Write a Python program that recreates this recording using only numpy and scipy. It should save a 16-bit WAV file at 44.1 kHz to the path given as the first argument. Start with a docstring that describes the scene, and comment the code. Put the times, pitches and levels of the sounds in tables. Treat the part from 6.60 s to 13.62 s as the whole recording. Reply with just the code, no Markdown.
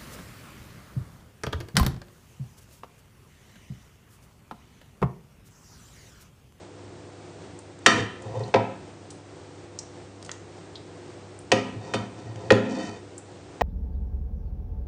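"""Ladling thick soup

A steel ladle serves soup into a bowl from a pan on a wooden board on a kitchen worktop.
Drops tick and splat. The ladle knocks and scrapes the pan: ladle, pan, board and worktop ring
in their own modes. Knocks and drops echo briefly over mains hum and a soft rumble."""
import sys
import numpy as np
from scipy import signal
from scipy.fft import rfft, irfft
from scipy.io import wavfile
from scipy.ndimage import uniform_filter1d

SR = 44100
rng = np.random.default_rng(int(sys.argv[2]) if len(sys.argv) > 2 else 0)


def bounce(signal):
    """Save signal as a 16-bit WAV file at the path given by the first command-line argument."""
    frames = np.transpose(np.atleast_2d(signal))
    limited = np.clip(frames, -1, 1)
    pcm = np.round(limited * 32767).astype(np.int16)
    wavfile.write(sys.argv[1], SR, pcm)


N = 309582

# room noise spectrum: f/Hz, relative density/dB
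RUMBLE_SPECTRUM = [(18, -55.5), (35, -40), (75, -4.5), (100, -10), (150, -2.5), (225, -10), (280, -8),
                   (360, -1.5), (500, -9.5), (600, -10), (700, -10), (1100, -17.5), (3000, -25.5),
                   (8500, -30), (14500, -77), (16000, -42)]
# mains hum: f/Hz, rms level/dB
HUM_LINES = [(99.8, -52.5), (290, -57), (355, -57), (493, -58)]
# soup drops and small bubbles: t/s, peak/dB, f/Hz, width/oct, decay/s
DROPS = [(0.99, -32.5, 8560, 0.78, 0.0019), (1.19, -42, 7400, 1.1, 0.0022),
         (1.374, -21.5, 424, 0.29, 0.012), (1.6212, -41.5, 7400, 0.39, 0.003),
         (1.794, -38.5, 6440, 0.58, .003), (1.835, -36.5, 4100, 0.23, 0.0065),
         (1.88, -37.5, 4900, 1.6, 0.0042), (2.504, -33, 7100, 1.3, 0.01),
         (3.189, -19.5, 6240, 0.61, 0.0045), (3.6265, -28.5, 5000, 4, 0.0017),
         (3.648, -34, 5530, 1.5, 0.0048), (3.661, -37, 5000, 1.9, 0.0043), (3.693, -25, 1850, 1.9, 0.0016),
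         (3.7158, -18.5, 5500, 0.87, 0.0003), (3.7178, -28, 4960, 1.2, 0.0018),
         (3.730, -52, 5000, 0.94, .002), (4.155, -30, 3900, 0.57, 0.0098),
         (4.7895, -32.5, 8600, 0.26, 0.0013), (5.759, -35.5, 2980, 2.3, 0.0013),
         (6.5795, -29, 8160, 0.44, 0.0046)]
# kitchen echo: f/Hz, t60/s, level/dB
ECHO_BANDS = [(150, 0.28, -12), (415, 0.41, -0.5), (870, 0.59, -1.5), (1730, 0.54, -3), (2760, 0.65, -7.5),
              (4900, 0.35, -10), (7660, 0.37, -7.5)]
# ladle knocks: t/s, level/dB of (crack, worktop, board, pan base, rim, wall, ladle),
# brightness/Hz, rattle/s, crack centre/Hz
KNOCKS = [(1.2614, -3, -27, -23.5, -20, -20, -25.5, -19.5, 5200, 0.0071, 2600),
          (1.94, -18, -23, -25, -14, -19, -38, -34.5, 2480, 0.009, 1820),
          (1.959, -23.5, -29, -43, -40, -23, -40.5, -61, 3040, 0.0034, 2220),
          (4.917, -12.5, -22.5, -23.5, -16.5, -20.5, -23, -31.5, 4630, 0.0079, 2830),
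          (5.3368, -29, -28, -30, -27, -29.5, -36.5, -37, 4650, 0.017, 3130),
          (5.904, -14.5, -15, -19, -8, -23, -21, -45, 3150, 0.0095, 2250),
          (5.92, -16.5, -42, -44, -17, -25, -39, -43, 5870, 0.0025, 5500),
          (7.0096, -28.5, -35, -12, -22.5, -19, -34, -45, 3000, 0.0075, 2700)]
# modes of each body: f/Hz, level/dB, t60/s
LADLE_MODES = [(1223, -2, 0.42), (1306, -8.5, 0.63), (1327, -2, 0.3), (1790, -20, 0.82), (2300, -7, 0.27),
               (3046, -0.5, 0.33), (3138, -16, 0.45), (3638, 1.5, 0.23), (4700, -17, 0.23),
               (4510, -1, 0.23), (4630, -7.5, 0.33), (5540, -17, .25), (5600, -15.5, .25), (5700, -2, 0.13),
               (6040, -14.5, 0.41), (6570, -38.5, .18), (8210, -43.5, .2)]
WALL_MODES = [(1350, -1, 0.068), (1508, 0.5, 0.067), (1906, 0, 0.15), (1881, 16, 0.034), (2313, -16, 0.17),
              (2481, 3.5, 0.099), (2560, -20, 0.74), (2630, -1.5, 0.11)]
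RIM_MODES = [(671.5, -2, 0.2), (728, 4.5, 0.075), (796.5, -4, 0.12), (873, 3, 0.039), (953, -8, 0.29),
             (1010, -2.5, 0.12)]
BASE_MODES = [(403.2, 3.5, 0.11), (488, 3.5, 0.013), (477.6, -15, 0.04), (527.8, 2, 0.14)]
BOARD_MODES = [(158, -11.5, 0.61), (195.1, -6, 0.84), (222.6, 1.5, 0.31), (259.6, -2, 0.66),
               (315.4, 5, 0.18)]
WORKTOP_MODES = [(111.7, 4.5, 0.38)]
# ladle drags: t/s, hold/s, level/dB, board re level/dB, height (0 base, 1 wall)
SCRAPES = [(1.327, 0.084, -36, 6, 0.96), (1.637, 0.056, -43.5, -6, 0.29), (1.749, 0.06, -33.5, -19, 0.025),
           (1.86, 0.028, -40.5, -3.5, 0.32), (5.068, 0.086, -47.5, 2, 0.2), (5.242, 0.078, -40, -14, 0.45),
           (5.388, 0.035, -41.5, 3, 0.53), (5.59, 0.12, -45.5, -2.5, 0.54), (5.793, .09, -40, -12, 0.3),
           (5.986, 0.21, -38.5, 3.5, 0), (6.105, 0.054, -47, 6, 1), (6.215, 0.043, -40.5, -1, 0.92),
           (6.272, 0.084, -42, -4, 0.55)]
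# shares of a drag at height 0 and 1: base/dB, rim/dB, steel (ladle, wall, hiss)/dB
LOW_SHARES_DB, HIGH_SHARES_DB = (-1, -7, -21.5), (-11, -6, -0.5)
# ladle leaning on the pan: t/s, hold/s, level/dB
LEANS = [(1.328, .1, -30.5), (1.67, 0.035, -37), (1.781, 0.058, -30.5), (5.164, 0.03, -35),
         (5.373, 0.041, -36), (5.603, .06, -41), (5.694, 0.091, -38), (5.883, 0.022, -34.5),
         (6.293, .04, -45.5)]


def undb(db):
    """dB to gain."""
    return 10 ** (np.asarray(db) / 20)


def at_rms(x, db):
    """Scale to an rms level."""
    return x * undb(db) / np.sqrt(np.mean(x ** 2))


def band(x, centre_hz, width_oct):
    """Butterworth band-pass."""
    edges_hz = np.clip(centre_hz * 2 ** (np.array([-.5, .5]) * width_oct), 10, .45 * SR)
    return signal.sosfilt(signal.butter(2, edges_hz, "band", fs=SR, output="sos"), x)


def wander(rate_hz):
    """Smoothed random steps, spread near 1."""
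    hold = int(SR / rate_hz)
    steps = np.repeat(rng.standard_normal(N // hold + 1), hold)
    return 1.3 * uniform_filter1d(uniform_filter1d(steps, hold), hold)[:N]


def add(track, start_s, piece):
    """Mix in a piece at start_s."""
    i = int(start_s * SR)
    track[i:i + len(piece)] += piece[:max(N - i, 0)]


def rumble(rms_db=-46, flicker_db=.8):
    """Room rumble and hiss; the level flickers slightly."""
    f_hz = np.fft.rfftfreq(N, 1 / SR)
    points_hz, points_db = np.array(RUMBLE_SPECTRUM).T
    shape = undb(np.interp(np.log(f_hz + 1), np.log(points_hz), points_db))
    noise = irfft(rfft(rng.standard_normal(N)) * shape, N)
    return at_rms(noise * undb(flicker_db * wander(15)), rms_db)


def mains_hum(waver_db=1.2):
    """Sine lines, each wavering in level."""
    out, t = np.zeros(N), np.arange(N) / SR
    for f_hz, db in HUM_LINES:
        amplitude = np.sqrt(2) * undb(db + waver_db * wander(5.6))
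        out += amplitude * np.sin(2 * np.pi * (f_hz * t + rng.random()))
    return out


def drops():
    """Each thick drop lands with a short wet tick and its echo."""
    out, t = np.zeros(N), np.arange(SR // 2) / SR
    for start_s, peak_db, f_hz, width_oct, decay_s in DROPS:
        burst = rng.standard_normal(len(t)) * np.exp(-t / decay_s)
        tick = band(burst, f_hz, width_oct)
        tick = undb(peak_db) * tick / np.abs(tick).max()
        add(out, start_s, tick + echo(tick))
    return out


def echo(source, predelay_s=0.0023):
    """Dense reflections decay band by band; a new pattern for each spot in the kitchen."""
    tail, t = 0, np.arange(SR // 2) / SR
    for f_hz, t60_s, db in ECHO_BANDS:
        reflections = band(rng.standard_normal(len(t)) * (t > predelay_s), f_hz, 1)
        decay = np.exp(-np.log(1000) * t / t60_s)
        tail += at_rms(reflections * decay, db) * np.sqrt(f_hz / SR / len(t))
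    return signal.fftconvolve(source, tail)[:len(source)]


def push(length_s):
    """Half-sine force pulse of unit area."""
    n = int(length_s * SR) + 2
    pulse = np.sin(np.pi * np.arange(1, n) / n)
    return pulse / pulse.sum()


def ring(force, modes):
    """A force drives damped modes of alternating sign."""
    out = 0
    for k, (f_hz, db, t60_s) in enumerate(modes):
        pole = np.exp(2j * np.pi * f_hz / SR - np.log(1000) / (t60_s * SR))
        mode = signal.lfilter([np.sin(np.angle(pole))], [1, -2 * pole.real, abs(pole) ** 2], force)
        out += (-1) ** k * undb(db) * mode
    return out


def knocks(base_lag_s=0.00512, board_lag_s=0.00843, worktop_lag_s=0.0103, rise_s=.0006, ring_echo_db=-4):
    """Each knock cracks and pushes ladle, wall and rim, then pan base, board and worktop."""
    out, t = np.zeros(N), np.arange(SR * 3 // 4) / SR
    for start_s, *levels_db, bright_hz, rattle_s, crack_hz in KNOCKS:
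        crack_db, worktop_db, board_db, base_db, rim_db, wall_db, ladle_db = levels_db
        lowpass = [1, -np.exp(-2 * np.pi * bright_hz / SR)]
        noise = band(rng.standard_normal(len(t)), crack_hz, width_oct=2.83)
        noise = signal.lfilter([1], np.convolve(lowpass, lowpass), noise)
        crack = at_rms(noise, crack_db) * np.exp(-(t / rattle_s) ** 2) * (1 - np.exp(-t / rise_s))
        impact = push(.5 / bright_hz)  # duller contact lasts longer
        on_worktop, on_board, on_base, contact = np.zeros((4, len(t)))
        add(contact, rise_s, impact)
        add(on_base, base_lag_s, undb(base_db) * impact)
        add(on_board, board_lag_s, undb(board_db) * push(0.0018))
        add(on_worktop, worktop_lag_s, undb(worktop_db) * push(0.0071))
        rings = ring(on_worktop, WORKTOP_MODES) + ring(on_board, BOARD_MODES) + ring(on_base, BASE_MODES)
        for db, modes in (rim_db, RIM_MODES), (wall_db, WALL_MODES), (ladle_db, LADLE_MODES):
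            rings += undb(db) * ring(contact, modes)
        add(out, start_s, crack + rings + echo(crack + undb(ring_echo_db) * rings))
    return out


def friction(slips_per_s=1800, judder_db=2.5):
    """Force of dense, uneven steel-on-steel slips."""
    slips = (rng.random(N) < slips_per_s / SR) * rng.standard_normal(N)
    return slips * undb(judder_db * wander(40))


def steady(x):
    """Even hand pressure: running rms held near 1."""
    return x / np.sqrt(uniform_filter1d(x ** 2, SR // 16))


def swell(start_s, hold_s, db, rise_db_per_s, fall_db_per_s):
    """Gain that reaches db at start_s, holds, then falls."""
    t = np.arange(N) / SR - start_s
    return undb(db - rise_db_per_s * np.maximum(-t, 0) - fall_db_per_s * np.maximum(t - hold_s, 0))


def scrapes(slips):
    """Slips drive ladle, pan and board; the contact hisses. Higher in the pan is brighter."""
    hiss = at_rms(band(slips, 5580, width_oct=0.88), -5)
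    steel = at_rms(ring(slips, LADLE_MODES), -2.5) + at_rms(ring(slips, WALL_MODES), -0.41) + hiss
    board, base, rim = [steady(ring(slips, modes)) for modes in (BOARD_MODES, BASE_MODES, RIM_MODES)]
    pan = np.array([base, rim, steady(steel)])
    out = np.zeros(N)
    for start_s, hold_s, db, board_db, height in SCRAPES:
        shares = undb(LOW_SHARES_DB + height * np.subtract(HIGH_SHARES_DB, LOW_SHARES_DB))
        gain = swell(start_s, hold_s, db, rise_db_per_s=243, fall_db_per_s=247.5)
        out += gain * (undb(board_db) * board + shares @ pan)
    return out


def leans(slips):
    """The ladle's weight leans the pan on the worktop; slips drive its low mode."""
    gain = sum(swell(*lean, rise_db_per_s=297, fall_db_per_s=253) for lean in LEANS)
    return gain * steady(ring(slips, WORKTOP_MODES))


def scene(low_cut_hz=86):
    """Near sounds over the quiet kitchen, mono."""
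    impacts = knocks() + drops()
    slips = friction()
    near = impacts + scrapes(slips) + leans(slips)
    # small objects radiate little deep bass
    highpass = signal.butter(3, low_cut_hz, "high", fs=SR, output="sos")
    return (signal.sosfilt(highpass, near) + rumble() + mains_hum())[None]


def record(dry, drive=1.05, top_hz=9300):
    """A small camera rounds the peaks and cuts the treble."""
    lowpass = signal.ellip(8, .2, 33, top_hz, fs=SR, output="sos")
    return signal.sosfilt(lowpass, np.tanh(drive * dry) / drive)


dry = scene()
out = record(dry)
bounce(out)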